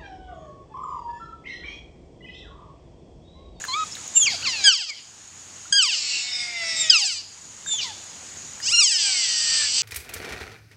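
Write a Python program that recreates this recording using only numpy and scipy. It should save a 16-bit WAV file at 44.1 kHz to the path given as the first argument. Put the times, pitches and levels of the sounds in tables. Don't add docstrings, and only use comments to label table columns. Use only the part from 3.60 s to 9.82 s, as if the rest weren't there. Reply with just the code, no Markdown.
import sys
import numpy as np
from scipy import signal
from scipy.io import wavfile
from scipy.ndimage import uniform_filter1d

SR = 44100
rng = np.random.default_rng(int(sys.argv[2]) if len(sys.argv) > 2 else 0)


def waveform_to_disk(signal):
    frames = np.transpose(np.atleast_2d(signal))
    scaled = np.clip(frames, -1, 1) * 32767
    samples = np.round(scaled).astype(np.int16)
    wavfile.write(sys.argv[1], SR, samples)


def invert_db(x):
    u = np.asarray(x, float) / 20
    return 10 ** u


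N = 274302


def evened(x):
    return x / np.sqrt(np.mean(abs(x) ** 2) + 1e-20)


def read(points, hz):
    f, value = np.transpose(points)
    return np.interp(np.log(hz + 1), np.log(f + 1), value)


def add(mix, s, sound):
    part = mix[round(s * SR):][:len(sound)]
    part += sound[:len(part)]


def wander(shape, samples):
    noise = uniform_filter1d(rng.standard_normal(shape), int(samples))
    return evened(uniform_filter1d(noise, int(samples)))


def fuzzy_tone(hz, width, db):
    r = np.exp(-np.pi * width / SR)
    white = rng.standard_normal(N) + 1j * rng.standard_normal(N)
    slow = signal.lfilter([1], [1, -2 * r, r * r], white)
    carrier = np.exp(2j * np.pi * hz * np.arange(N) / SR)
    return invert_db(db) * evened((slow * carrier).real)


# (frequency [Hz], density [dB per Hz])
NIGHT_SPECTRUM = [(15, -51), (25, -35.5), (93, -4.5), (290, -9.5), (560, -12), (850, -10.5), (1800, -11.5),
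                  (3400, -11.5), (5300, -10.5), (6750, -1.5), (9500, -20), (12000, -35), (15700, -39.5),
                  (17000, -88.5)]
# (frequency [Hz], width [Hz], level [dB])
INSECTS = (6800, 440, -44)
PUMP_HUM = (93, 9, -58)
# (time [s], gain change [dB])
GAIN_DUCKS = [
    (.63, 1.5),
    (1.103, -16.5),
    (2.166, -7.5),
    (3.356, -9.5),
    (5.224, -10.5),
]
HISS_DB, DUCK_S, RECOVER_S = -39.5, .035, 0.73


def night():
    frames, hz = N // 256 + 5, np.fft.rfftfreq(1024, 1 / SR)
    a, b, patches = rng.standard_normal((frames, 513, 3)).T
    patches = evened(uniform_filter1d(uniform_filter1d(patches, 12, 0), 10, 1))
    z = (a + 1j * b) * invert_db(read(NIGHT_SPECTRUM, hz)[:, None] + 1.24 * patches)
    hiss = invert_db(HISS_DB) * evened(signal.istft(z, nperseg=1024, noverlap=768)[1][:N])
    insects = fuzzy_tone(*INSECTS) * invert_db(2.6 * wander(N, 150))
    duck_s, duck_db = np.transpose(GAIN_DUCKS)
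    since = np.arange(N) / SR - duck_s[:, None]
    ducks = np.clip(since / DUCK_S + .5, 0, 1) * np.exp(-np.maximum(since, 0) / RECOVER_S)
    return (hiss + insects + fuzzy_tone(*PUMP_HUM)) * invert_db(duck_db @ ducks)


# (time [s], peak level [dB], frequency [Hz], t60 [s])
DROPS = [(.01, -34, 1650, 0.036), (0.04, -19, 1670, 0.02), (.051, -19, 1500, 0.0062),
         (0.353, -23.5, 3860, 0.012), (.369, -28, 1710, 0.0094), (0.477, -23, 6650, 0.015),
         (1.557, -62, 1500, 0.012), (2.055, -38.5, 1360, 0.06), (3.036, -32, 1400, 0.018),
         (4.062, -28, 1590, .026), (4.092, -33, 1640, .025), (4.137, -36.5, 833, 0.064),
         (4.441, -36, 8100, 0.013), (5.002, -27.5, 1800, 0.018)]


def drops():
    mix, t = np.zeros(N), np.arange(3000) / SR
    for s, db, hz, t60 in DROPS:
        ring = np.sin(2 * np.pi * hz * t * (1 + 2.7 * t))
        ring = ring * invert_db(-60 * t / max(t60, .005)) * np.minimum(t / 0.00033, 1)
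        tick = 0.13 * rng.standard_normal(len(t)) * invert_db(-60 * t / 0.014)
        add(mix, s, invert_db(db) * (ring + tick))
    return mix


# (frequency [Hz], t60 [s])
POND_DECAY = [(500, 0.039), (2000, 0.27), (3500, 0.76), (5000, 0.75), (9000, 0.044)]


def pond(x):
    taps = np.zeros(SR // 2)
    at = np.arange(300, SR // 2 - 20, 20)
    taps[at + rng.integers(0, 20, len(at))] = rng.choice([-1., 1.], len(at))
    hz, t, z = signal.stft(taps, SR, nperseg=256)
    decay = invert_db(-60 * t / read(POND_DECAY, hz)[:, None])
    tail = signal.istft(z * decay, SR, nperseg=256)[1]
    return signal.fftconvolve(x, tail / np.linalg.norm(tail))[:N]


def throat(modes, hz, mouth):
    return sum(invert_db(db) / (1 + 2j * (hz - f * mouth) / width) ** 2 for f, width, db in modes)


# (frequency [Hz], level [dB])
MICROPHONE = [(20, -3.5), (8150, 1.5), (8500, -9), (10000, -13.5), (12000, -36), (16000, -36)]


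def voice(rough, rows, modes, top_hz, jitter, thin_db, rise_s, falter_db, flutter_s=.0003):
    s, *columns = np.transpose(rows)
    t = np.arange(s[0], s[-1], 1 / SR)
    hz, level_db, mouth, tilt_db = (np.interp(t, s, c) for c in columns)
    hz = uniform_filter1d(hz, 500, mode="nearest")
    order = np.arange(1, top_hz // hz.min() + 1)[:, None]
    turns = np.cumsum(hz * (1 + jitter * wander(len(t), 105))) / SR
    over_hz = order * hz[::8]
    slope_db = tilt_db[::8] * np.log2(over_hz / 3000) - thin_db * np.maximum(order - 2, 0)
    colour = throat(modes, over_hz, mouth[::8]) * invert_db(slope_db + read(MICROPHONE, over_hz))
    colour = colour * (over_hz < top_hz)
    power = (abs(colour) ** 2).sum(0) / 2
    colour = colour / np.sqrt(uniform_filter1d(power, 220, mode="nearest"))
    rough = np.clip(rough * (over_hz / 3000) ** .7 * (hz.max() / hz[::8]) ** 1.1, 0, 1)
    patches = evened(uniform_filter1d(wander(colour.shape, 110), size=2, axis=0))
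    colour = colour * invert_db(falter_db * patches)
    colour, rough = (np.repeat(c, 8, axis=1)[:, :len(t)] for c in (colour, rough))
    flutter_samples = max(SR / hz.mean() / 1.6, SR * flutter_s) + 2
    smear = wander((2, len(order), len(t)), flutter_samples)
    folds = np.sqrt(1 - rough ** 2) + rough * (smear[0] + 1j * smear[1]) / np.sqrt(2)
    sound = (colour * folds * np.exp(2j * np.pi * order * turns)).real.sum(0)
    edge = np.clip(np.minimum(t - s[0], (s[-1] - t) / 3) / rise_s, 0, 1)
    return s[0], invert_db(level_db) * edge * sound


def chorus(calls, modes, **folds):
    mix = np.zeros(N)
    for rough, rows in calls:
        add(mix, *voice(rough, rows, modes, **folds))
    return mix


SHUT_PER_OCTAVE, BRIGHTER_DB = 0.039, 2.5


def pressed(rows, rough, mouth, tilt_db):
    s, hz, db = np.transpose(rows)
    fall = np.log2(hz.max() / hz)
    mouth, tilt_db = mouth - SHUT_PER_OCTAVE * fall, tilt_db + BRIGHTER_DB * fall
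    return rough, np.transpose([s, hz, db, mouth, tilt_db])


# (time [s], pitch [Hz], level [dB])
PEEP = [(0.082, 1040, -30), (0.11, 1019, -28), (0.17, 1258, -24.5), (0.198, 1280, -21.5),
        (0.236, 1256, -26.5), (0.248, 1190, -52)]
# (roughness [0-1], mouth opening [factor], tilt [dB per octave])
PEEP_VOICE = (0.037, 1.01, -0.38)
# (frequency [Hz], width [Hz], level [dB])
PEEP_THROAT = [(1250, 460, 1), (2310, 105, 1.5), (2590, 110, -14), (3404, 120, 6.5), (3770, 160, -10),
               (4280, 420, -1.5)]


def peep():
    return chorus([pressed(PEEP, *PEEP_VOICE)], PEEP_THROAT,
                  top_hz=9000, jitter=.002, thin_db=.1, rise_s=.002, falter_db=1.2)


def glide(start, length, top_hz, end_hz, db, steady, bend, peak, start_db, end_db):
    u = np.linspace(0, 1, 25)
    hz = top_hz + (end_hz - top_hz) * (steady * u + (1 - steady) * u ** bend)
    level_db = db + np.interp(u, [0, peak, 1], [start_db, 0, end_db])
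    return np.transpose([start + length * u, hz, level_db])


def glides(rows, shape, tone):
    return [pressed(glide(*row, *shape), *tone) for row in rows]


# (frequency [Hz], width [Hz], level [dB])
THROAT = [(1680, 320, -12), (2950, 600, 0), (5050, 900, 2), (6500, 650, -4), (7800, 1000, -8),
          (10000, 1500, -15)]
# (time [s], pitch [Hz], level [dB], tilt [dB per octave])
WHISTLE = [(0.535, 3504, -40, 6), (0.558, 3669, -20.5, 27), (0.579, 3696, -13.5, 28),
           (0.63, 3326, -12.5, 8), (0.654, 3080, -23, 2), (0.668, 2472, -23, 0.5),
           (0.681, 2207, -17.5, -11.5), (0.703, 2020, -33.5, -12), (0.741, 1420, -22.5, 11)]
WHISTLE_VOICE = (0.057, 0.897)
# (start [s], length [s], top pitch [Hz], end pitch [Hz], level [dB])
HUSKS = [
    (2.5, 0.17, 2800, 2650, -28),
    (4.12, 0.25, 3550, 3350, -40),
    (0.31, 0.051, 5100, 5500, -30.5),
    (3.04, 0.3, 5600, 5250, -30),
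    (2.69, 0.22, 5400, 4700, -30.5),
]
PIPS = [
    (.553, 0.039, 3066, 2650, -23),
    (.665, .095, 1224, 600, -43),
    (1.285, 0.057, 2515, 1934, -31),
    (3.35, 0.12, 1005, 693, -46.5),
    (4.208, .08, 2520, 1910, -36),
    (4.235, .095, 1077, 790, -37),
]
PLUNGES = [
    (2.31, 0.078, 3110, 1878, -29.5),
    (3.16, 0.16, 3820, 1876, -22),
    (4.06, 0.17, 3670, 2150, -22),
]
RASPS = [
    (.695, 0.1, 2450, 2215, -29),
    (1.34, .1, 1126, 823, -42),
    (4.203, 0.11, 2440, 1813, -30.5),
]
# (steady droop [0-1], bend [power], peak [0-1 of length], start [dB], end [dB])
HUSK_SHAPE = (-0.56, 0.9, 0.2, -9, -11)
PIP_SHAPE = (-0.1, 0.94, 1, -7, -12)
PLUNGE_SHAPE = (.16, 4.5, .4, -10, -20)
RASP_SHAPE = (-0.6, 1, 0.34, -3, -15)
# (roughness [0-1], mouth opening [factor], tilt [dB per octave])
HUSK_VOICE = (.8, 1.01, -10)
PIP_VOICE = (0.12, 0.54, -18)
PLUNGE_VOICE = (0.15, 0.97, 2)
RASP_VOICE = (.6, .97, 9)


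def whistles():
    husks = chorus(glides(HUSKS, HUSK_SHAPE, HUSK_VOICE), THROAT, top_hz=12500, jitter=.012,
                   thin_db=5., rise_s=.02, falter_db=1.2, flutter_s=.0016)
    rough, mouth = WHISTLE_VOICE
    calls = [(rough, np.insert(np.array(WHISTLE), 3, mouth, axis=1))]
    calls += glides(PIPS, PIP_SHAPE, PIP_VOICE)
    calls += glides(PLUNGES, PLUNGE_SHAPE, PLUNGE_VOICE)
    calls += glides(RASPS, RASP_SHAPE, RASP_VOICE)
    return husks + chorus(calls, THROAT, top_hz=12500, jitter=.008, thin_db=5., rise_s=.008, falter_db=3.2)


# (time [s], pitch [Hz], level [dB])
SQUEALS = [
    [(0.812, 873, -44.5), (0.83, 1405, -31), (0.84, 1595, -35.5), (0.876, 1079, -22.5), (0.938, 911, -29.5),
     (1.024, 768, -27.5), (1.09, 775, -27.5)],
    [(1.038, 1663, -19), (1.058, 1661, -12.5), (1.098, 1517, -12.5), (1.122, 1365, -18.5),
     (1.146, 1166, -26), (1.234, 692, -32), (1.262, 657, -43), (1.31, 595, -27)],
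    [(2.124, 1624, -13), (2.136, 1619, -19), (2.178, 1637, -13.5), (2.219, 1424, -17.5), (2.233, 1282, -19),
     (2.291, 919, -24), (2.361, 628, -29), (2.4, 591, -26)],
    [(3.297, 1700, -25), (3.305, 1620, -17.5), (3.35, 1335, -14), (3.372, 1246, -20), (3.431, 924, -20.5),
     (3.537, 652, -27), (3.555, 610, -29.5), (3.63, 558.4, -45)],
]
# (time [s], pitch [Hz], level [dB])
ARCHED_SQUEAL = [(5.01, 678, -43), (5.06, 771, -24), (5.1, 1039, -22), (5.135, 1424, -15.5),
                 (5.164, 1359, -14.5), (5.195, 1430, -12), (5.229, 1165, -17.5), (5.33, 788, -21),
                 (5.49, 551, -36)]
# (mouth opening [factor], tilt [dB per octave])
SQUEAL_VOICES = [(.92, -4), (1.01, -2), (1.01, -2), (.99, 1.5), (1.01, 2)]
SQUEAL_ROUGH = (.2, .05, .05, .08, .06)


def squeals():
    curves = SQUEALS + [ARCHED_SQUEAL]
    calls = [pressed(c, rough, *tone) for c, rough, tone in zip(curves, SQUEAL_ROUGH, SQUEAL_VOICES)]
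    return chorus(calls, THROAT, top_hz=11200, jitter=.006, thin_db=.1, rise_s=.003, falter_db=3.2)


# (time [s], pulse rate [Hz], level [dB])
GROWLS = [
    [(2.29, 328, -31.5), (2.5, 282, -26.5), (2.64, 280, -29), (2.74, 240, -29)],
    [(5.36, 367, -21), (5.49, 290, -22.5), (5.836, 236, -23.5), (5.96, 268, -20.5), (6.1, 243, -25.5),
     (6.3, 287, -12)],
]
# (mouth opening [factor], tilt [dB per octave])
GROWL_VOICES = [(0.929, 1), (1.011, 0.5)]
GROWL_ROUGH = (.45, .32)
# (frequency [Hz], width [Hz], level [dB])
GROWL_THROAT = [(3120, 473, -2), (3710, 670, -5.5), (4850, 1020, 1.5), (5620, 810, -2.5),
                (7750, 1290, -4.5)]


def growls():
    calls = [pressed(c, rough, *tone) for c, rough, tone in zip(GROWLS, GROWL_ROUGH, GROWL_VOICES)]
    return chorus(calls, GROWL_THROAT, top_hz=8200, jitter=.011, thin_db=.01, rise_s=.04, falter_db=1.2)


# (time [s], pitch [Hz], level [dB])
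MOANS = [
    [(2.62, 737, -43), (2.7, 740, -40), (2.922, 705.6, -33.5), (3.04, 669.4, -29), (3.222, 648, -34.5),
     (3.312, 624, -29), (3.37, 625, -22)],
    [(5.3, 966, -39), (5.33, 946, -34.5), (5.42, 838, -34.5), (5.464, 800.7, -27.5), (5.68, 641, -35),
     (5.76, 626.5, -37.5), (5.944, 609.4, -31), (6.07, 575, -25.5), (6.11, 520.6, -22)],
]
# (roughness [0-1], mouth opening [factor], tilt [dB per octave])
MOAN_VOICES = [(0.16, 1.066, 1.2), (0.38, 0.968, 4.5)]
# (frequency [Hz], width [Hz], level [dB])
MOAN_THROAT = [(726, 350, -13), (2103, 390, 2.5), (2830, 73, -1.5), (3508, 130, 0.5), (4792, 930, -10),
               (8300, 2600, -22)]
# (start [s], end [s], level [dB], roughness [0-1], tilt [dB per octave])
THIRDS = [
    (2.4, 3.3, -36.5, 0.6, 4),
    (2.66, 2.93, -31.5, 0.55, 9),
    (3.03, 3.33, -29.5, 0.5, 8),
]
THIRDS_MOUTH, THIRDS_EDGE_DB = 1.049, -4.5


def moans():
    calls = [pressed(c, *tone) for c, tone in zip(MOANS, MOAN_VOICES)]
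    s, hz, _ = np.transpose(MOANS[0])
    for start, end, db, rough, tilt_db in THIRDS:
        t = np.linspace(start, end, 20)
        level_db = db + THIRDS_EDGE_DB * np.cos(np.pi * (t - start) / (end - start)) ** 2
        curve = np.transpose([t, np.interp(t, s, hz) / 3, level_db])
        calls.append(pressed(curve, rough, THIRDS_MOUTH, tilt_db))
    return chorus(calls, MOAN_THROAT, top_hz=9000, jitter=.005, thin_db=.01, rise_s=.025, falter_db=1.2)


ECHO_DB, WHISTLE_ECHO_DB = -19, -15


def scene():
    background = night()
    near = drops() + peep() + squeals() + growls() + moans()
    far = whistles()
    echoes = pond(invert_db(ECHO_DB) * near + invert_db(WHISTLE_ECHO_DB) * far)
    return (near + far + echoes + background)[None]


# (frequency [Hz], level under the mean [dB])
MASK = [(8150, -70), (8300, -13), (8950, -16), (9400, -23), (10500, -33), (12000, -43), (16000, -48)]


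def masked_treble(dry):
    hz, _, z = signal.stft(dry, SR, nperseg=1024)
    power = uniform_filter1d(abs(z) ** 2, 3, 2)
    band = np.repeat(power[:, :512].reshape(1, 32, 16, -1).mean(2), 16, 1)
    mean_power = power[:, :200].mean(1, keepdims=True)
    kept = band > mean_power * invert_db(2 * read(MASK, hz[:512]))[:, None]
    kept = np.concatenate([kept, kept[:, :1]], 1)
    return signal.istft(z * kept, SR, nperseg=1024)[1][:, :N]


def band_limit(x):
    return signal.sosfilt(signal.butter(12, 15780, fs=SR, output="sos"), x)


def record(dry):
    mix = masked_treble(dry)
    return band_limit(mix)


dry = scene()
out = record(dry)
waveform_to_disk(out)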